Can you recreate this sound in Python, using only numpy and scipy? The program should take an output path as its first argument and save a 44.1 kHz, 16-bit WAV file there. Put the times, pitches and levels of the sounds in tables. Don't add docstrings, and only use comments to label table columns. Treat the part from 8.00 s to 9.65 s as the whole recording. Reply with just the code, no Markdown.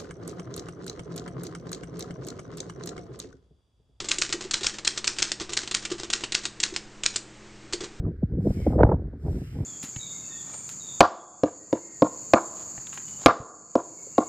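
import sys
import numpy as np
from scipy import signal
from scipy.fft import rfft, irfft
from scipy.io import wavfile
from scipy.ndimage import uniform_filter1d, minimum_filter1d

SR = 44100
rng = np.random.default_rng(int(sys.argv[2]) if len(sys.argv) > 2 else 0)


def wav_record(signal):
    frames = np.transpose(np.atleast_2d(signal))
    bounded = np.clip(frames, -1, 1)
    quanta = np.round(bounded * 32767).astype(np.int16)
    wavfile.write(sys.argv[1], SR, quanta)


N = 72765
T, HZ = np.arange(N) / SR, np.fft.rfftfreq(N, 1 / SR)
SPLIT = np.array([[.5], [-.5]])

# frequency in Hz, correlation.
WIND_COHERENCE = [(420, 1), (600, .996), (800, .97), (1300, .8), (2500, .6), (8000, .4)]


def brush():
    # start, rise, hold and release in seconds, level in dB.
    strokes = [(0.362, 0.17, 0.097, 0.21, -57.5), (1.146, 0.22, 0.03, 0.57, -60)]
    # centre and half-length in seconds, level in dB.
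    rustle = (.87, .085, -71.5)
    # centre and half-length in seconds, level in dB, pitch and width in Hz, slide in Hz/s.
    resonances = [(.635, .085, -58.5, 2190, 280, -800), (.62, .085, -64.5, 3100, 400, 1200),
                  (1.53, .16, -64.5, 2100, 1100, 1000), (1.48, .12, -65.5, 2850, 450, 2600)]
    # frequency in Hz, relative spectral density in dB.
    hair_spectrum = [(300, -25.5), (1300, 6), (2000, 2.5), (2550, 3.5), (3050, -3.5), (4200, 0.5),
                     (5300, 3), (6500, -2), (10000, -4), (15500, -8.5)]
    speed = swell(*rustle)
    for start, rise, hold, release, db in strokes:
        ramp = np.interp(T, np.cumsum([start, rise, hold, release]), [0, 1, 1, 0])
        speed += amp(db) * np.sin(np.pi / 2 * ramp) ** 2
    ring = sum(bristle_resonance(*row) for row in resonances)
    grain = unit_rms(amp(drift(hz=402)))
    hiss = speed * friction_noise(amp(per_bin(hair_spectrum)))
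    return grain * (hiss + ring)


def bristle_resonance(centre, half, db, hz, width, hz_per_s):
    band = 1 / (1 + ((HZ - hz) / (width / 2)) ** 2)
    ring = signal.hilbert(friction_noise(band))
    slide = np.exp(1j * np.pi * hz_per_s * (T - centre) ** 2)
    return swell(centre, half, db) * (ring * slide).real


def friction_noise(gain):
    # frequency in Hz, correlation between the ports.
    coherence = [(1000, 1), (2500, 0.6), (4500, 0.72), (6000, 1), (15000, 1)]
    # frequency in Hz, lead of the left port in radians.
    lead = [(1200, 2), (2200, 0.34), (2800, 4.2), (3700, 4.4), (5000, 1.1), (6050, 3.3), (8100, 6.27),
            (10300, 9.5), (12400, 13), (14600, 15.5)]
    spectra = noise_pair(coherence) * gain * np.exp(1j * SPLIT * per_bin(lead))
    return unit_rms(irfft(spectra, N))


def wind():
    # time in seconds, then levels of rumble, buffeting and flutter in dB.
    gusts = [(0, -21, -42, -55), (0.028, -44, -34, -53), (0.053, -27, -29, -48), (0.094, -36, -27.5, -49),
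             (0.138, -41, -44.5, -83.5), (0.21, -36, -53, -84), (0.28, -43.5, -49, -70),
             (0.318, -31.5, -32.5, -62), (0.345, -25.5, -31, -57), (0.369, -36.5, -27.5, -69),
             (0.411, -33, -35.5, -53), (0.435, -28, -32.5, -68), (0.449, -30, -24, -60),
             (0.49, -29, -33, -51), (0.516, -22, -37, -51.5), (0.542, -49, -42, -66),
             (0.564, -32, -29, -57), (0.604, -31, -32.5, -54), (0.64, -27, -43, -59),
             (0.703, -26, -27.5, -41), (0.73, -32.5, -29.5, -39.5), (0.77, -20, -33, -40),
             (0.805, -22, -29, -16), (0.829, -17, -14.5, -34), (0.865, -21.5, -31.5, -27.5),
             (0.88, -25.5, -23.5, -32.5), (0.9, -30, -21.5, -40), (0.91, -41.5, -26, -26),
             (0.938, -21, -23, -34.5), (0.969, -36, -37.5, -48.5), (1.03, -29, -39, -57.5),
             (1.08, -34, -38.5, -57.5), (1.111, -42.5, -57.5, -71), (1.135, -39.5, -40, -48),
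             (1.18, -43.5, -45, -80), (1.219, -39.5, -50, -71), (1.256, -30.5, -28, -45),
             (1.284, -25.5, -36.5, -37.5), (1.318, -27.5, -36.5, -54.5), (1.371, -30.5, -29, -50.5),
             (1.402, -35, -45, -59.5), (1.424, -39.5, -31, -52), (1.459, -40, -52, -82),
             (1.52, -38, -49.5, -64.5), (1.559, -35, -36, -52), (1.616, -33, -33.5, -48.5),
             (1.645, -57, -39, -59)]
    # time in seconds, level in dB.
    rasp_levels = [(.03, -89), (.055, -49), (.08, -91), (0.656, -79), (.671, -43.5), (.69, -85),
                   (.733, -49), (.77, -83), (.81, -33.5), (.82, -57), (.84, -43), (.88, -56), (.895, -38.5),
                   (.91, -59), (.925, -39.5), (.945, -65), (1.0, -76.5)]
    # frequency in Hz, relative density in dB.
    rumble_spectrum = [(10, -32.5), (25, -25), (42, -1.5), (62, 1.5), (80, 2.5), (115, -3), (150, -9.5),
                       (230, -46.5), (650, -110)]
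    buffet_spectrum = [(60, -39.5), (105, 0), (140, 4), (270, -2), (380, -6.5), (480, -14), (620, -34.5),
                       (1000, -73.5), (2000, -100)]
    flutter_spectrum = [(200, -46), (400, 0.5), (520, -2.5), (660, -4.5), (800, -9.5), (1000, -15),
                        (1200, -28), (1700, -35), (5000, -93.5)]
    rasp_spectrum = [(500, -30), (900, -6.5), (1220, 4.5), (1450, -6), (1750, -12), (1920, -17.5),
                     (2150, -22), (2600, -33), (4000, -42.5), (16000, -73.5)]
    times, rumble_db, buffet_db, flutter_db = np.transpose(gusts)
    wander = drift(hz=81.5)
    fast_wander = unit_rms(wander - uniform_filter1d(wander, size=1300))
    flicker_db = 7 * np.tanh(fast_wander)
    rumble = envelope(times, rumble_db) * turbulence(rumble_spectrum, span=900)
    buffet = envelope(times, buffet_db) * turbulence(buffet_spectrum, span=400)
    flutter = envelope(times, flutter_db) * turbulence(flutter_spectrum, span=250)
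    rasp = envelope(*np.transpose(rasp_levels)) * turbulence(rasp_spectrum, span=200)
    buffet *= unit_rms(amp(0.43 * flicker_db))
    return rumble + buffet + unit_rms(amp(flicker_db)) * (flutter + rasp)


def turbulence(spectrum, span, steadiness=0.9):
    noise = unit_rms(irfft(noise_pair(WIND_COHERENCE) * amp(per_bin(spectrum)) * port_balance(), N))
    power = (noise ** 2).mean(0)
    for _ in range(3):
        power = uniform_filter1d(power, span)
    return unit_rms(noise / (abs(power) + 1e-6) ** (steadiness / 2))


def port_balance():
    # frequency in Hz, left minus right in dB.
    balance = [(520, 0), (750, -.6), (1000, -2), (1400, -5), (2200, -2), (4000, 0)]
    return amp(SPLIT * per_bin(balance))


def eddies():
    # time of the peak in seconds, level in dB, pitch there in Hz, glide constant in seconds.
    passages = [(0.237, -13.5, 205, 0.0091), (.395, -19, 171, 0.013), (.463, -18, 293, 0.0058),
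                (0.473, -14, 327, 0.0073), (0.5, -20.5, 180, 0.011), (.511, -21.5, 230, .008),
                (0.678, -14, 272.8, .014), (0.691, -14, 105, 0.0031), (0.765, -19, 354.4, 0.013),
                (0.775, -21, 100, 0.028), (.806, -17, 325, 0.01), (0.82, -15, 85, .012),
                (0.849, -5.5, 86.2, 0.0053), (.944, -20, 111, 0.013), (1.613, -24.5, 125, 0.011)]
    low_hz, top_hz, roughness = 44.6, 509, 0.091
    pressure = np.zeros(N)
    for peak, db, hz, glide in passages:
        age = np.clip(T - peak, -.1, .2) / glide
        pitch = np.minimum(low_hz + (hz - low_hz) * np.exp(-age), top_hz)
        cycles = np.cumsum(pitch * (1 + roughness * drift(hz=360))) / SR
        cycles -= np.interp(peak, T, cycles)
        rise, fall = np.exp(-abs(age / 0.56) ** 1.34), 1 / np.cosh(age)
        pressure += amp(db) * np.where(age < 0, rise, fall) * np.cos(2 * np.pi * cycles)
    return pressure


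def puffs():
    # time in seconds, level in dB, upper band edge in Hz.
    knocks = [(0.234, -33.5, 643), (0.338, -35, 482), (.387, -31.5, 520), (0.459, -27, 540),
              (0.471, -20.5, 622), (.506, -26.5, 623), (0.603, -35.5, 497), (0.669, -15, 602),
              (0.734, -30, 990), (.782, -21, 594), (0.794, -21, 666), (.804, -15, 850), (0.811, -11, 678),
              (.825, -20, 623), (0.852, -25, 701), (0.869, -29, 742), (0.894, -20.5, 881),
              (0.92, -19.5, 1038), (0.933, -24.5, 647), (1.023, -41.5, 646)]
    low_edge_hz, steepness = 290, 14.9
    pressure = np.zeros((2, N))
    for centre, db, edge_hz in knocks:
        window = swell(centre, half=0.0032, db=0)
        band = 1 / np.sqrt((1 + (low_edge_hz / (HZ + 1)) ** 6) * (1 + (HZ / edge_hz) ** steepness))
        burst = window * irfft(noise_pair(WIND_COHERENCE), N)
        knock = irfft(rfft(burst) * band * port_balance(), N)
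        pressure += amp(db) * unit_rms(knock) * np.sqrt(np.mean(window ** 2))
    return pressure


def thump():
    # time in seconds, relative level in dB.
    slaps = [(0.8326, 19), (0.8339, 29), (0.8371, 16.5)]
    # frequency in Hz, gain in dB.
    slap_spectrum = [(60, -20), (250, 4.5), (450, 11), (750, -4), (1000, -2), (1230, -15.5), (1450, -8),
                     (1750, -17), (2200, -22.5), (2600, -35), (3700, -42.5), (5200, -47.5), (6500, -87),
                     (16000, -82)]
    # frequency in Hz, lead of the left port in radians.
    lead = [(480, 0), (900, .15), (1400, .5), (2200, 1.6), (5000, 1.6)]
    bass_delay_s, bass_hz = 0.0017, 825
    clicks = sum(amp(db) * np.exp(-2j * np.pi * HZ * time) for time, db in slaps)
    bass_lag = 2 * np.pi * bass_delay_s * bass_hz * (np.exp(-HZ / bass_hz) - 1)
    phase = bass_lag + SPLIT * per_bin(lead)
    return irfft(clicks * amp(per_bin(slap_spectrum)) * port_balance() * np.exp(1j * phase), N)


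def air():
    # frequency in Hz, relative spectral density in dB.
    air_spectrum = [(100, -2.5), (600, -2.5), (1100, -13), (1500, 3), (2100, -8), (2700, -21.5),
                    (4800, -22), (6500, -30.5), (15000, -39.5)]
    noise = irfft(noise_pair(WIND_COHERENCE) * amp(per_bin(air_spectrum)), N)
    return amp(-68.5) * unit_rms(noise)


def noise_pair(coherence):
    common, separate = rfft(rng.standard_normal((2, N)))
    share = np.clip(per_bin(coherence), 0, 1)
    return np.array([common, share * common + np.sqrt(1 - share ** 2) * separate])


def drift(hz):
    return unit_rms(irfft(rfft(rng.standard_normal(N)) / (1 + (HZ / hz) ** 4), N))


def swell(centre, half, db):
    return amp(db) * np.exp(-((T - centre) / half) ** 2)


def envelope(times, db):
    return uniform_filter1d(amp(np.interp(T, times, db)), size=128)


def per_bin(points):
    hz, value = np.transpose(points)
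    return np.interp(np.log(HZ + 1), np.log(hz + 1), value)


def amp(db):
    return 10 ** (np.asarray(db) / 20)


def unit_rms(x):
    return x / np.sqrt(np.mean(x ** 2) + 1e-20)


def scene():
    return brush() + wind() + eddies() + puffs() + thump() + air()


def record(dry):
    ceiling, reaction_s, cutoff_hz = .88, .0015, 15760
    span = round(reaction_s * SR)
    gain = minimum_filter1d(ceiling / np.maximum(abs(dry).max(0), ceiling), 2 * span)
    limited = dry * uniform_filter1d(uniform_filter1d(gain, span), span)
    lowpass = signal.firwin(511, cutoff_hz, window=("kaiser", 9), fs=SR)
    return signal.oaconvolve(limited, lowpass[None], "same")


dry = scene()
out = record(dry)
wav_record(out)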